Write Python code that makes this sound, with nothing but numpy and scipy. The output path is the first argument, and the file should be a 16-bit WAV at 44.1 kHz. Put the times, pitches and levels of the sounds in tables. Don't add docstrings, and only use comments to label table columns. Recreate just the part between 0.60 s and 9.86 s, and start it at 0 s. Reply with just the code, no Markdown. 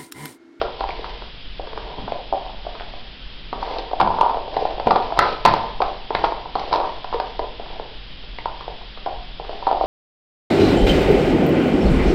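import sys
import numpy as np
from scipy import signal
from scipy.fft import rfft, irfft, next_fast_len
from scipy.io import wavfile

SR = 44100
rng = np.random.default_rng(int(sys.argv[2]) if len(sys.argv) > 2 else 0)


def transcribe(signal):
    frames = np.atleast_2d(signal).T
    limited = np.clip(frames, -1, 1)
    pcm = np.round(limited * 32767).astype(np.int16)
    wavfile.write(sys.argv[1], SR, pcm)


N = 408366

# (time [s], relative level [dB], hollow pitch [Hz], tick vs knock [dB])
CUP_KNOCKS = [(0.015, -6.5, 737, -2), (0.207, -12.5, 860, -5.5), (0.239, -15.5, 877, -7),
              (0.29, -13, 747, -7.5), (0.392, -17.5, 460, -27), (0.443, -25.5, 1010, 6.5),
              (0.621, -24.5, 467, -1), (0.995, -17, 720, -35), (1.072, -24.5, 446, -2),
              (1.131, -21, 570, -6), (1.176, -21, 599, -1), (1.383, -21.5, 738, -21),
              (1.478, -13.5, 985, -19), (1.52, -12.5, 634, -9.5), (1.725, -8.5, 750, -24),
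              (1.735, -12, 700, -35), (1.747, -16, 616, -16.5), (1.863, -22.5, 788, -32),
              (1.895, -21.5, 780, -20), (2.05, -24, 708, -14), (2.065, -14, 638, -11), (2.152, -28, 719, 1),
              (2.207, -21.5, 592, -4), (2.337, -24, 726, -8), (2.928, -11.5, 895, -8),
              (2.978, -22.5, 564, -11), (3.027, -11, 889, -14), (3.064, -18, 934, -25.5),
              (3.11, -14.5, 557, -25), (3.166, -16.5, 748, -12), (3.312, -16, 696, -13),
              (3.332, -7.5, 797, -27), (3.4, -6, 1020, -6), (3.404, -1, 1000, -30), (3.412, -1, 790, -8),
              (3.425, -6, 790, -22), (3.461, -12, 1035, -32), (3.474, -4.5, 890, -15),
              (3.503, -12, 777, -34), (3.539, -13.5, 980, -23), (3.586, -5.5, 945, -28),
              (3.611, 1.5, 956, -22), (3.631, -4.5, 890, -35), (3.652, -9.5, 940, -24),
              (3.661, -4, 920, -25.5), (3.697, -9.5, 975, -34), (3.708, -11.5, 920, -32),
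              (3.744, -11.5, 743, -14), (3.77, -12, 670, -29.5), (3.878, -17.5, 580, -24),
              (3.966, -6, 706, -10.5), (4.024, -9.5, 462, -19), (4.052, -5.5, 762, -18),
              (4.18, -17, 755, -26), (4.198, -10.5, 679, -7.5), (4.27, 1, 750, -17),
              (4.308, -5.5, 992, -0.5), (4.316, -3.5, 760, -44), (4.359, 0.5, 750, -10),
              (4.504, -13.5, 770, -24), (4.522, -9.5, 750, -16), (4.574, -11, 997, -41),
              (4.59, 6, 1300, -8), (4.733, -26, 547, 1.5), (4.851, 5.5, 922, -4.5), (4.86, -4.5, 738, 4),
              (4.938, -5, 902, -7), (4.967, -8, 931, -15), (5.203, -5.5, 665, -22), (5.219, -3, 810, -5),
              (5.505, -6.5, 680, -17.5), (5.549, -8, 677, -2.5), (5.639, -2, 915, -15),
              (5.645, -2.5, 850, -8.5), (5.721, -15.5, 960, -9), (5.855, -17, 907, -27.5),
              (5.954, -5.5, 827, -11), (6.038, -18.5, 756, -19), (6.111, -16, 676, -18),
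              (6.127, -7.5, 1024, -6.5), (6.138, -5.5, 1056, -9), (6.149, -27, 596, -6),
              (6.158, -7.5, 936, -27), (6.201, -4.5, 843, -16), (6.213, -9.5, 842, -21),
              (6.244, -16, 1010, -13), (6.444, -18, 836, -2.5), (6.526, -12.5, 1020, -27),
              (6.537, -13, 986, -5.5), (6.543, -9, 400, -15), (6.6, -7.5, 873, -6),
              (6.793, -7.5, 600, -10.5), (6.84, -19, 500, -13), (6.997, -19, 520, -14),
              (7.059, -20.5, 732, -11), (7.197, -18, 556, -12), (7.637, -31, 524, -7),
              (7.785, -24.5, 730, 0.5), (7.857, -12, 894, -9), (8.009, -24.5, 1074, -1),
              (8.079, -17.5, 700, -14.5), (8.212, -30.5, 900, -12), (8.374, -27, 680, -1),
              (8.461, -10.5, 810, -12.5), (8.472, -13.5, 760, -23), (8.483, -14.5, 760, -23),
              (8.797, -18.5, 750, -23), (8.849, -25, 650, -3), (8.893, -17, 580, -12),
              (8.928, -20, 702, -21), (9.025, -17, 926, -28), (9.068, -3, 860, -14), (9.077, -7, 840, -28),
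              (9.089, -14, 930, -19), (9.107, -19, 768, -19), (9.112, -4.5, 790, -15.5),
              (9.127, -7, 729, -16), (9.145, -32, 866, -30), (9.172, -24, 737, -28), (9.21, -5, 752, -31),
              (9.239, -7.5, 611, -33)]
# (start [s], length [s], relative rattle [dB], relative scrape [dB])
CUP_SLIDES = [(0.0, 0.0079, -25, -31.5), (0.196, 0.37, -39.5, -33.5), (1.118, 0.43, -38.5, -38),
              (1.75, 0.15, -43, -47), (2.05, 0.33, -46.5, -40), (3.014, 0.17, -30.5, -30.5),
              (3.404, 0.33, -34, -34.5), (3.942, 0.12, -29, -29.5), (4.272, 0.17, -30.5, -30),
              (4.599, 0.02, -18.5, -19), (4.871, 0.036, -42, -19), (4.998, 0.02, -31, -46.5),
              (5.243, 0.055, -36, -33.5), (5.562, 0.099, -31, -27), (5.968, 0.1, -35, -30.5),
              (6.118, 0.065, -24.5, -34), (6.237, .1, -44, -38), (6.5, 0.19, -55, -36),
              (7.075, 0.055, -36, -37), (7.97, 0.045, -46.5, -38), (8.873, 0.29, -42, -37),
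              (9.208, .1, -49.5, -31.5)]


def from_db(db):
    return 10 ** (np.asarray(db) / 20)


def unit_rms(x):
    return x / np.sqrt(np.mean(x ** 2) + 1e-20)


def at_hz(points, hz):
    point_hz, values = np.transpose(points)
    return np.interp(np.log(hz + 1), np.log(point_hz), values)


def coloured_noise(spectrum):
    gain = from_db(at_hz(spectrum, np.fft.rfftfreq(N, 1 / SR)))
    return unit_rms(irfft(rfft(rng.standard_normal(N)) * gain, N))


def ring(drive, hz, t60):
    radius, angle = from_db(-60 / (t60 * SR)), 2 * np.pi * hz / SR
    return signal.lfilter([0, np.sin(angle)], [1, -2 * radius * np.cos(angle), radius ** 2], drive + 1e-18)


def bursts(times, level_db, t60):
    jumps = np.zeros(N)
    jumps[(times * SR).astype(int)] = from_db(level_db)
    return signal.lfilter([1], [1, -from_db(-60 / (t60 * SR))], jumps + 1e-18)


def struck_cup(onsets, strength_db, hollow_hz, spread_octaves, uneven_db=2.5, travel_s=0.0009):
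    # (frequency [Hz], relative level [dB], t60 [s])
    modes = [(306, -25, 0.0083), (473, 1.5, 0.036), (614.4, -1.5, 0.028), (692, -3, 0.038),
             (768, -1, 0.042), (915, 0.5, 0.031), (1008, -5.5, 0.063), (1090, -12.5, 0.03),
             (1300, -11, 0.025), (1497, -23, 0.089)]
    hz, level_db, t60 = np.transpose(modes)
    detune = np.log2(hz / hollow_hz[:, None]) / np.clip(spread_octaves, .1, 2)[..., None]
    shares = from_db(level_db - 7.7 * detune ** 2 + uneven_db * rng.standard_normal(detune.shape))
    shares = shares / np.linalg.norm(shares, axis=1, keepdims=True) * from_db(strength_db)[:, None]
    delays = (rng.random(detune.shape) * travel_s * SR).astype(int)
    starts = np.minimum(onsets[:, None] + delays, N - 1)
    body = np.zeros(N)
    for k in range(len(modes)):
        clicks = np.zeros(N)
        clicks[starts[:, k]] = shares[:, k]
        body += ring(clicks, hz[k], t60[k])
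    return signal.sosfilt(signal.butter(3, [330, 1400], "band", fs=SR, output="sos"), body)


def knocks(trim_db=-2, run_octaves=0.15, rest_octaves=0.85, settle_s=0.13):
    # (frequency [Hz], relative level [dB])
    tick_colour = [(300, -35.5), (900, 26), (1500, 11), (2200, 2.5), (3000, 4), (3700, 4.5), (5000, 5.5),
                   (8000, -23)]
    times, level_db, hollow_hz, tick_db = np.transpose(CUP_KNOCKS)
    rested = 1 - np.exp(-np.diff(times, prepend=-1) / settle_s)
    spread_octaves = run_octaves + (rest_octaves - run_octaves) * rested
    hollow = struck_cup((times * SR).astype(int), level_db + trim_db, hollow_hz, spread_octaves)
    ticks = bursts(times, level_db + tick_db + trim_db, t60=0.021) * coloured_noise(tick_colour)
    return hollow + ticks


def slide_envelope(levels_db, fall_db_per_s, rise_db_per_s=508):
    t, envelope = np.arange(0, N / SR, 0.001), 0
    for (start, length, *_), db in zip(CUP_SLIDES, levels_db):
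        early, late = np.maximum(start - t, 0), np.maximum(t - start - length, 0)
        envelope += from_db(db - rise_db_per_s * early - fall_db_per_s * late)
    return np.interp(np.arange(N) / SR, t, envelope)


def rattle(touches_per_s=130, trim_db=-3, size_spread_db=2, rock_hz=760, follow=0.66):
    _, _, rattle_db, _ = np.transpose(CUP_SLIDES)
    knock_times, _, knock_hz, _ = np.transpose(CUP_KNOCKS)
    onsets = np.flatnonzero(rng.random(N) < touches_per_s / SR)
    nearby_hz = np.interp(onsets / SR, knock_times, knock_hz)
    hollow_hz = rock_hz * (nearby_hz / rock_hz) ** follow
    sizes_db = size_spread_db * np.minimum(rng.exponential(1, len(onsets)), 3)
    touches = unit_rms(struck_cup(onsets, sizes_db, hollow_hz, spread_octaves=0.82))
    return slide_envelope(rattle_db + trim_db, fall_db_per_s=116.5) * touches


def scrape(grains_per_s=2500, trim_db=-4):
    # (frequency [Hz], relative level [dB])
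    colour = [(700, -18), (1600, -2.5), (3000, -1.5), (4300, -2.5), (5300, -1)]
    _, _, _, scrape_db = np.transpose(CUP_SLIDES)
    catches = (rng.random(N) < grains_per_s / SR) * rng.exponential(1, N)
    grains = signal.lfilter([1], [1, -.995], catches)
    friction = unit_rms(grains * coloured_noise(colour))
    return slide_envelope(scrape_db + trim_db, fall_db_per_s=90) * friction


def pitched_clicks(ring_cycles=8.1, contact_t60=0.0088, trim_db=-3):
    # (time [s], relative peak [dB], pitch [Hz])
    clicks = [(0.2896, -19.5, 2380), (0.305, -18, 2300), (1.5206, -25, 3290), (2.1986, -20, 1740),
              (2.22, -23, 2860), (2.9277, -20, 1850), (3.1848, -10, 4900), (3.401, -18, 3700),
              (3.414, -11, 2670), (3.61, -17, 3400), (3.629, -26, 3340), (4.272, -15.5, 2200),
              (4.306, -20.5, 1640), (4.591, 1, 2130), (4.852, 1, 2130), (5.5506, -5.5, 1970),
              (5.643, -9, 3630), (5.988, -30, 3270), (5.995, -17, 5000), (6.127, -14, 2160),
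              (6.129, -6.5, 4800), (6.149, -17, 4800), (6.159, -11, 4900), (6.157, -29, 1600),
              (6.528, -28, 2440), (7.786, -17, 1980), (8.848, -27, 1890)]
    t, track = np.arange(SR // 20) / SR, np.zeros(N)
    for start, peak_db, hz in clicks:
        jolt = rng.standard_normal(len(t)) * from_db(-60 * t / contact_t60)
        click = ring(jolt, hz, ring_cycles / hz)
        track[int(start * SR):][:len(t)] += from_db(peak_db + trim_db) * click / np.abs(click).max()
    return track


def paw_thuds(centre_hz=130, gain_db=18):
    # (time [s], relative level [dB])
    paw_falls = [(1.375, -26), (2.922, -33.5), (3.414, -19), (3.964, -37), (4.262, -23.5), (4.582, -29),
                 (4.847, -20), (5.195, -39.5), (5.544, -34.5), (5.627, -46), (5.944, -40.5)]
    times, level_db = np.transpose(paw_falls)
    low_band = signal.butter(2, [centre_hz / 2, centre_hz * 2], "band", fs=SR, output="sos")
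    return signal.sosfilt(low_band, bursts(times, level_db + gain_db, t60=0.27) * rng.standard_normal(N))


def room(direct, first_echo_s=0.0033, patterns=6):
    # (frequency [Hz], t60 [s])
    decay_times = [(150, 0.67), (400, 0.56), (1000, 0.52), (2500, 0.3), (5000, 0.18)]
    t, tails = np.arange(SR) / SR, 0
    edges_hz = 60 * 2 ** np.arange(0, 7.1, .5)
    for low, high in zip(edges_hz, edges_hz[1:]):
        band = signal.butter(2, [low, high], "band", fs=SR, output="sos")
        decay = from_db(-60 * t / at_hz(decay_times, np.sqrt(low * high)))
        tails += signal.sosfilt(band, rng.standard_normal((patterns, SR))) * decay
    tails *= np.clip(t / first_echo_s - 1, 0, 1)
    pattern = np.arange(N) // (SR // 8) % patterns
    size = next_fast_len(N + SR)
    echoes = sum(rfft(direct * (pattern == k), size) * rfft(tail, size) for k, tail in enumerate(tails))
    return irfft(echoes, size)[:N] / np.sqrt(np.sum(tails ** 2) / patterns)


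def rumble(level_db=-34.5):
    # (frequency [Hz], relative level [dB])
    colour = [(8, 2), (20, -5.5), (31, -5), (44, -0.5), (49, -2.5), (57, -17), (75, -45.5)]
    return from_db(level_db) * coloured_noise(colour)


def hiss(level_db=-39):
    # (frequency [Hz], relative level [dB])
    colour = [(30, 14), (70, 4), (150, 4), (400, -4), (1200, -9), (2200, -7), (3250, 1.5), (4300, -8.5),
              (5200, -3), (7000, -26.5)]
    return from_db(level_db) * coloured_noise(colour)


def scene(room_db=-10):
    direct = knocks() + pitched_clicks() + paw_thuds() + rattle() + scrape()
    return (direct + from_db(room_db) * room(direct) + rumble() + hiss())[None]


def record(dry, edge_hz=5007, leak_db=-21, wall_hz=5950, ceiling=0.71, knee=30, top_hz=15800):
    dulled = signal.sosfiltfilt(signal.butter(10, edge_hz, fs=SR, output="sos"), dry)
    wall = signal.ellip(10, 1, 70, wall_hz, fs=SR, output="sos")
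    narrow = signal.sosfilt(wall, dulled + from_db(leak_db) * dry)
    clipped = narrow / (1 + np.abs(narrow / ceiling) ** knee) ** (1 / knee)
    return signal.sosfilt(signal.cheby2(12, 70, top_hz, fs=SR, output="sos"), clipped)


dry = scene()
out = record(dry)
transcribe(out)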